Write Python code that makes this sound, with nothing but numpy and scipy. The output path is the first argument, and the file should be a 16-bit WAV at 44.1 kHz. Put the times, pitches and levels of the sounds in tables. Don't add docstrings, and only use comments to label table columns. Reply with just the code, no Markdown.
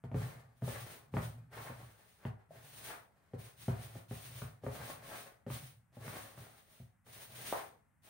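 import sys
import numpy as np
from scipy import signal
from scipy.fft import rfft, irfft
from scipy.io import wavfile

SR = 44100
rng = np.random.default_rng(int(sys.argv[2]) if len(sys.argv) > 2 else 0)


def wav_out(sig):
    wavfile.write(sys.argv[1], SR, np.round(np.clip(np.atleast_2d(sig).T, -1, 1) * 32767).astype(np.int16))


N = 356892
TIME = np.arange(N) / SR


def from_db(db):
    return 10 ** (np.asarray(db) / 20)


def rms_one(x):
    return x / np.sqrt(np.mean(x ** 2) + 1e-20)


def at_hz(points, hz):
    f, value = np.transpose(points)
    return np.interp(np.log(np.maximum(hz, 1)), np.log(f), value)


def colour(x, spectrum, size=2048):
    bins_hz = np.arange(size + 1) * SR / (2 * size)
    log_gain = at_hz(spectrum, bins_hz) * np.log(10) / 20
    cepstrum = irfft(log_gain)
    cepstrum[1:size] *= 2
    cepstrum[size + 1:] = 0
    impulse_response = irfft(np.exp(rfft(cepstrum)))
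    return signal.oaconvolve(x, impulse_response)[:len(x)]


def drift(rate):
    knots = rng.standard_normal(4096)
    return rms_one(np.interp(TIME * rate, np.arange(len(knots)), knots))


def ring(force, hz, t60):
    r = from_db(-60 / (t60 * SR))
    w = 2 * np.pi * hz / SR
    return signal.lfilter([0, np.sin(w)], [1, -2 * r * np.cos(w), r * r], force + 1e-18)


def grains(per_s, spread_db):
    sizes = from_db(spread_db * np.minimum(rng.exponential(1, N), 4))
    signs = rng.choice([-1, 1], N)
    return rms_one(sizes * signs * (rng.random(N) < per_s / SR))


ATTACK_S, ATTACK_DB = 0.023, 14.5
HISS_ARCH_DB, HISS_RELEASE_DB_PER_S = 3.5, 207
RASP_ARCH_DB, RASP_RELEASE_DB_PER_S = 3.5, 102.5
DRUM_ARCH_DB, DRUM_RELEASE_DB_PER_S = 4, 69
RASP_EASING_DB, DRUM_EASING_DB = 3.5, 6

# start t/s, length t/s, swell from start to end level/dB,
# powder hiss level/dB, finger rasp level/dB, floor drumming level/dB
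STROKES = [(0.132, 0.12, 14.5, -54, -50, -43.5), (0.55, .03, 0, -69.5, -78, -75),
           (0.611, 0.19, 5, -48.5, -50, -45), (0.769, 0.14, 14.5, -56, -58, -55.5),
           (1.106, 0.13, 15.5, -56.5, -57, -42.5), (1.498, 0.14, 16, -54, -63, -54),
           (1.723, 0.24, -9.5, -62, -60.5, -59), (1.93, 0.32, -2, -67.5, -73, -94),
           (2.486, 0.079, 9.5, -63, -59.5, -55.5), (2.591, 0.31, 12.5, -51.5, -64.5, -63),
           (3.09, 0.22, 5, -90, -71.5, -88), (3.368, 0.13, -5.5, -56.5, -61, -54.5),
           (3.553, 0.14, 4.5, -52.5, -75, -59.5), (3.724, 0.26, -5, -55.5, -58, -52),
           (4.081, 0.2, -3.5, -50.5, -67.5, -51.5), (4.235, 0.18, 11.5, -51.5, -58.5, -50.5),
           (4.616, 0.29, 12.5, -53, -52, -50), (5.01, .2, 5.5, -50, -56.5, -60),
           (5.475, 0.099, 1, -47, -55.5, -45), (5.606, 0.084, -13, -55, -75, -51.5),
           (5.921, 0.057, -1, -63, -61, -69), (5.982, 0.3, -2.5, -51, -51.5, -53),
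           (6.357, 0.3, -17, -60.5, -64, -66), (6.647, 0.14, 6, -63, -72, -91),
           (7.043, 0.17, 10, -54, -61, -62.5), (7.268, 0.3, 9.5, -46.5, -56.5, -60),
           (8.018, 0.12, 5, -54, -66, -79)]


def stroke_level(levels_db, arch_db, easing_db, release_db_per_s):
    power = np.full(N + SR, 1e-12)
    t = TIME[:SR]
    for (start, length, swell_db, *_), db in zip(STROKES, levels_db):
        way = np.minimum(t / length, 1) - .5
        attack = ATTACK_DB * np.minimum(t / ATTACK_S - 1, 0)
        arch = (swell_db - easing_db) * way - arch_db * (2 * way) ** 2
        release = release_db_per_s * np.maximum(t - length, 0)
        power[int(start * SR):][:len(t)] += from_db(2 * (db + attack + arch - release))
    return 10 * np.log10(power[:N])


# f/Hz, relative level/dB per Hz
POWDER = [(300, 0), (1000, 0), (2000, 3), (3800, 2), (5000, -3), (6600, -2), (7700, -10), (8800, 3.5),
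          (10500, -2.5), (12500, -6), (13700, -5.5), (15000, 5), (16000, 5)]


def powder(hiss_db):
    slides = from_db(2.4 * drift(45))
    grain_noise = rms_one(colour(grains(7000, 4.9), POWDER))
    hiss = from_db(hiss_db - 0.3) * slides * grain_noise
    return diffuse(hiss, POWDER, wet_db=15.5, t60=0.27)


def diffuse(x, spectrum, wet_db, t60):
    r = from_db(-120 / (t60 * SR))
    energy = signal.lfilter([1 - r], [1, -r], x ** 2)
    wash = np.array([rms_one(colour(rng.standard_normal(N), spectrum)) for _ in range(2)])
    mixed = x + from_db(wet_db) * np.sqrt(energy) * wash
    return mixed / np.sqrt(1 + from_db(2 * wet_db))


# f/Hz, relative level/dB per Hz
RASP = [(60, -2), (240, -2), (350, -2), (700, 2.5), (1000, -3), (1450, -5), (1900, -4), (2600, -13.5),
        (4500, -18.5), (9000, -23.5)]


def rasp(rasp_db):
    catches = from_db(3.24 * drift(60))
    friction = rms_one(colour(grains(1000, 2.1), RASP))
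    return from_db(rasp_db - 1.26) * catches * friction


SKID_DB, SKID_FALL_DB_PER_S = -21, 224


def with_skids(rub_db):
    power = from_db(2 * rub_db)
    t = TIME[:SR // 2]
    for s, wall_db, *_ in KNOCKS:
        skid_db = wall_db + SKID_DB - SKID_FALL_DB_PER_S * t
        power[int(s * SR):][:len(t)] += from_db(2 * skid_db)
    return 10 * np.log10(power)


# f/Hz, relative level/dB, reverberation time t60/s
BASIN = [(71.7, -8, 0.29), (105.3, -3.5, 0.36), (121.4, 3.5, 0.22), (160.8, -5.5, 0.26), (238, -4.5, 0.12),
         (278.4, -6, 0.069), (389.7, -9.5, 0.12), (510, -5, 0.049), (632, -4.5, 0.045), (759, -9, 0.073),
         (866, -14, 0.055), (1260, -18.5, 0.044)]


def drumming(drum_db):
    band = signal.butter(2, [65, 200], "band", fs=SR, output="sos")
    drag = signal.sosfilt(band, grains(300, 1.0))
    floor = 0
    for k, (hz, db, t60) in enumerate(BASIN[:6]):
        polarity = (-1) ** k
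        floor = floor + polarity * from_db(db) * ring(drag, hz, t60 * 0.74)
    return from_db(drum_db - 2.0) * rms_one(floor)


# onset t/s, walls' knock level/dB, deep thud level/dB, hard clack level/dB
KNOCKS = [(0.039, -41, -39.5, -58), (0.115, -39, -41, -57), (0.144, -30, -27.5, -52.5),
          (0.621, -39, -35, -57.5), (0.675, -32, -41, -64), (1.139, -32.5, -31, -49.5),
          (1.168, -30, -31, -42.5), (1.697, -38, -45.5, -60), (1.828, -75, -50.5, -62),
          (2.252, -36, -33, -48), (3.335, -38, -40, -62), (3.681, -27, -29, -53), (3.952, -43, -48, -64),
          (4.11, -37, -39, -56), (4.419, -42.5, -38, -50), (4.636, -38.5, -43, -86),
          (4.665, -30, -36.5, -50), (5.465, -36.5, -40.5, -60), (5.502, -43.5, -37, -50.5),
          (5.968, -44.5, -48.5, -70), (6.08, -54, -42.5, -50), (6.377, -51.5, -48, -58),
          (6.8, -55.5, -46.5, -68), (7.065, -52, -60, -65)]


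def knocks():
    out = np.zeros(N)
    t = TIME[:SR // 2]
    hz, mode_db, t60 = np.transpose(BASIN)[:, :, None]
    stiff = np.clip(np.log2(hz / 150) / 1.23, 0, 1)
    for s, wall_db, thud_db, _ in KNOCKS:
        place, load = rng.standard_normal((2, len(BASIN), 1))
        pitch = hz * (1 + (0.023 + 0.041 * stiff) * load)
        blow_db = (1 - stiff) * (thud_db + 0.2) + stiff * (wall_db + 0.8)
        place_db = (1.23 + 0.74 * stiff) * place
        gain = from_db(mode_db + blow_db + place_db)
        sign = np.where(stiff < .5, 1, rng.choice([-1, 1], hz.shape))
        swell = 1 - np.exp(-t * hz / 0.75)
        decay = from_db(-60 * t / t60)
        modes = sign * gain * swell * decay * np.sin(2 * np.pi * pitch * t)
        speed = np.diff(modes, prepend=0) * SR / (2 * np.pi * pitch)
        out[int(s * SR):][:len(t)] += speed.sum(axis=0)
    return out


# f/Hz, relative level/dB per Hz
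CLACK = [(60, -24), (300, 1.5), (800, 6), (1300, 3), (1900, -0.5), (3300, -12.5), (4700, -32.5),
         (12000, -60)]


def clacks(hardening=0.33):
    out = np.zeros(N)
    t = TIME[:SR // 20]
    contact = np.exp(-t / .0011)
    for s, _, _, clack_db in KNOCKS:
        crack = colour(rng.standard_normal(len(t)) * contact, CLACK)
        level_db = clack_db + hardening * (clack_db + 40)
        out[int(s * SR):][:len(t)] += from_db(level_db) * rms_one(crack)
    return out


SCRAPE_RISE_DB, SCRAPE_FALL_DB_PER_S = 14.5, 253

# f/Hz, relative level/dB per Hz
GRIT = [(150, -9.5), (400, -1), (750, 4), (1100, 0.5), (1900, -1), (2700, -11), (4000, -18), (9000, -28)]

# peak t/s, level/dB, rise t/s
SCRAPES = [(0.75, -46.5, .03), (1.532, -50.5, 0.019), (1.571, -47, 0.0077), (1.662, -46, 0.018),
           (2.239, -58, 0.042), (2.4, -67.5, 0.027), (2.906, -44.5, 0.054), (3.73, -55.5, 0.018),
           (4.423, -63, 0.025), (5.118, -41.5, 0.014), (6.13, -50, .03), (7.57, -44.5, 0.034)]


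def scrapes():
    level = 0
    for s, db, rise_s in SCRAPES:
        before = SCRAPE_RISE_DB * (s - TIME) / rise_s
        after = SCRAPE_FALL_DB_PER_S * (TIME - s)
        drop = np.maximum(before, after)
        level = level + from_db(np.maximum(db - drop, -150))
    return level * rms_one(colour(grains(per_s=1200, spread_db=2.5), GRIT))


# onset t/s, peak level/dB before the room, pitch f/Hz, ringing in cycles
POPS = [(2.507, -42.5, 640, 10), (7.5263, -16.5, 724, 2.07)]


def pops():
    out = np.zeros(N)
    for s, db, hz, cycles in POPS:
        click = 1.0 * (np.arange(N) == int(s * SR))
        puff = ring(click, hz, cycles / hz)
        puff = np.diff(ring(puff, hz, cycles / hz), prepend=0)
        out += from_db(db) * puff / np.abs(puff).max()
    return out


# f/Hz, reverberation time t60/s
KITCHEN_T60 = [(100, 0.39), (500, 0.43), (2000, 0.3), (6000, 0.14), (15000, 0.1)]
# f/Hz, level/dB
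KITCHEN_WET = [(60, -35.5), (130, -25), (260, -6.5), (600, -1.5), (1200, 6), (15000, -0.5)]


def kitchen(x, wetter_db, count=12):
    t = TIME[:SR // 2]
    edges = np.geomspace(50, 18000, count + 1)
    wet = [(hz, db + wetter_db) for hz, db in KITCHEN_WET]
    white = rng.standard_normal((2, 2, len(t)))
    tail = 0
    for k, (low, high) in enumerate(zip(edges, edges[1:])):
        hz = np.sqrt(low * high)
        fade = from_db(-60 * t / at_hz(KITCHEN_T60, hz)) * (t > .003)
        band_filter = signal.butter(2, [low, high], "band", fs=SR, output="sos")
        band = signal.sosfilt(band_filter, white[k % 2])
        dry_over_wet = from_db(-2 * at_hz(wet, hz))
        tail = tail + band * fade / np.sqrt(np.sum(fade ** 2) * (1 + dry_over_wet))
    direct_spectrum = [(hz, -10 * np.log10(1 + from_db(2 * db))) for hz, db in wet]
    direct = colour(x, direct_spectrum)
    return direct + signal.oaconvolve(x[None], tail, axes=1)[:, :N]


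# f/Hz, relative level/dB per Hz
ROOM_TONE = [(20, -18), (60, 5), (115, 2), (200, -1.5), (400, -23.5), (1000, -15.5), (2000, -18),
             (4000, -42.5), (9000, -30), (15500, -36)]


def room_tone():
    left, right, both = (rms_one(colour(rng.standard_normal(N), ROOM_TONE)) for _ in range(3))
    return from_db(-76) * both + from_db(-77.5) * np.array([left, right])


DRUM_WAVER_DB, DRUM_WAVER_PER_S = 1.3, 30


def scene():
    *_, hiss_db, rasp_db, drum_db = np.transpose(STROKES)
    flow = stroke_level(hiss_db, HISS_ARCH_DB, 0, HISS_RELEASE_DB_PER_S)
    rub = stroke_level(rasp_db, RASP_ARCH_DB, RASP_EASING_DB, RASP_RELEASE_DB_PER_S)
    drag = stroke_level(drum_db, DRUM_ARCH_DB, DRUM_EASING_DB, DRUM_RELEASE_DB_PER_S)
    drag = drag + DRUM_WAVER_DB * drift(DRUM_WAVER_PER_S)
    hiss = powder(flow)
    fingers = kitchen(rasp(with_skids(rub)) + scrapes(), wetter_db=2.0)
    basin = kitchen(drumming(drag) + knocks(), wetter_db=1.0)
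    cracks = kitchen(clacks(), wetter_db=-2.5)
    hollows = kitchen(pops(), wetter_db=2.5)
    return hiss + fingers + basin + cracks + hollows + room_tone()


CUTOFF_HZ = 15750

# f/Hz, left minus right level/dB
BALANCE_DB = [(200, 0.5), (1100, 2), (2700, 1), (6400, -3.5), (8000, 11), (9600, 7.5), (12000, 2.5),
              (15000, -3)]


def record(dry):
    ports = []
    for x, side in zip(dry, (1, -1)):
        ports.append(colour(x, [(hz, side * db / 2) for hz, db in BALANCE_DB]))
    ports = signal.sosfilt(signal.butter(2, 50, "high", fs=SR, output="sos"), ports)
    return signal.sosfilt(signal.ellip(12, .2, 80, CUTOFF_HZ, fs=SR, output="sos"), ports)


dry = scene()
out = record(dry)
wav_out(out)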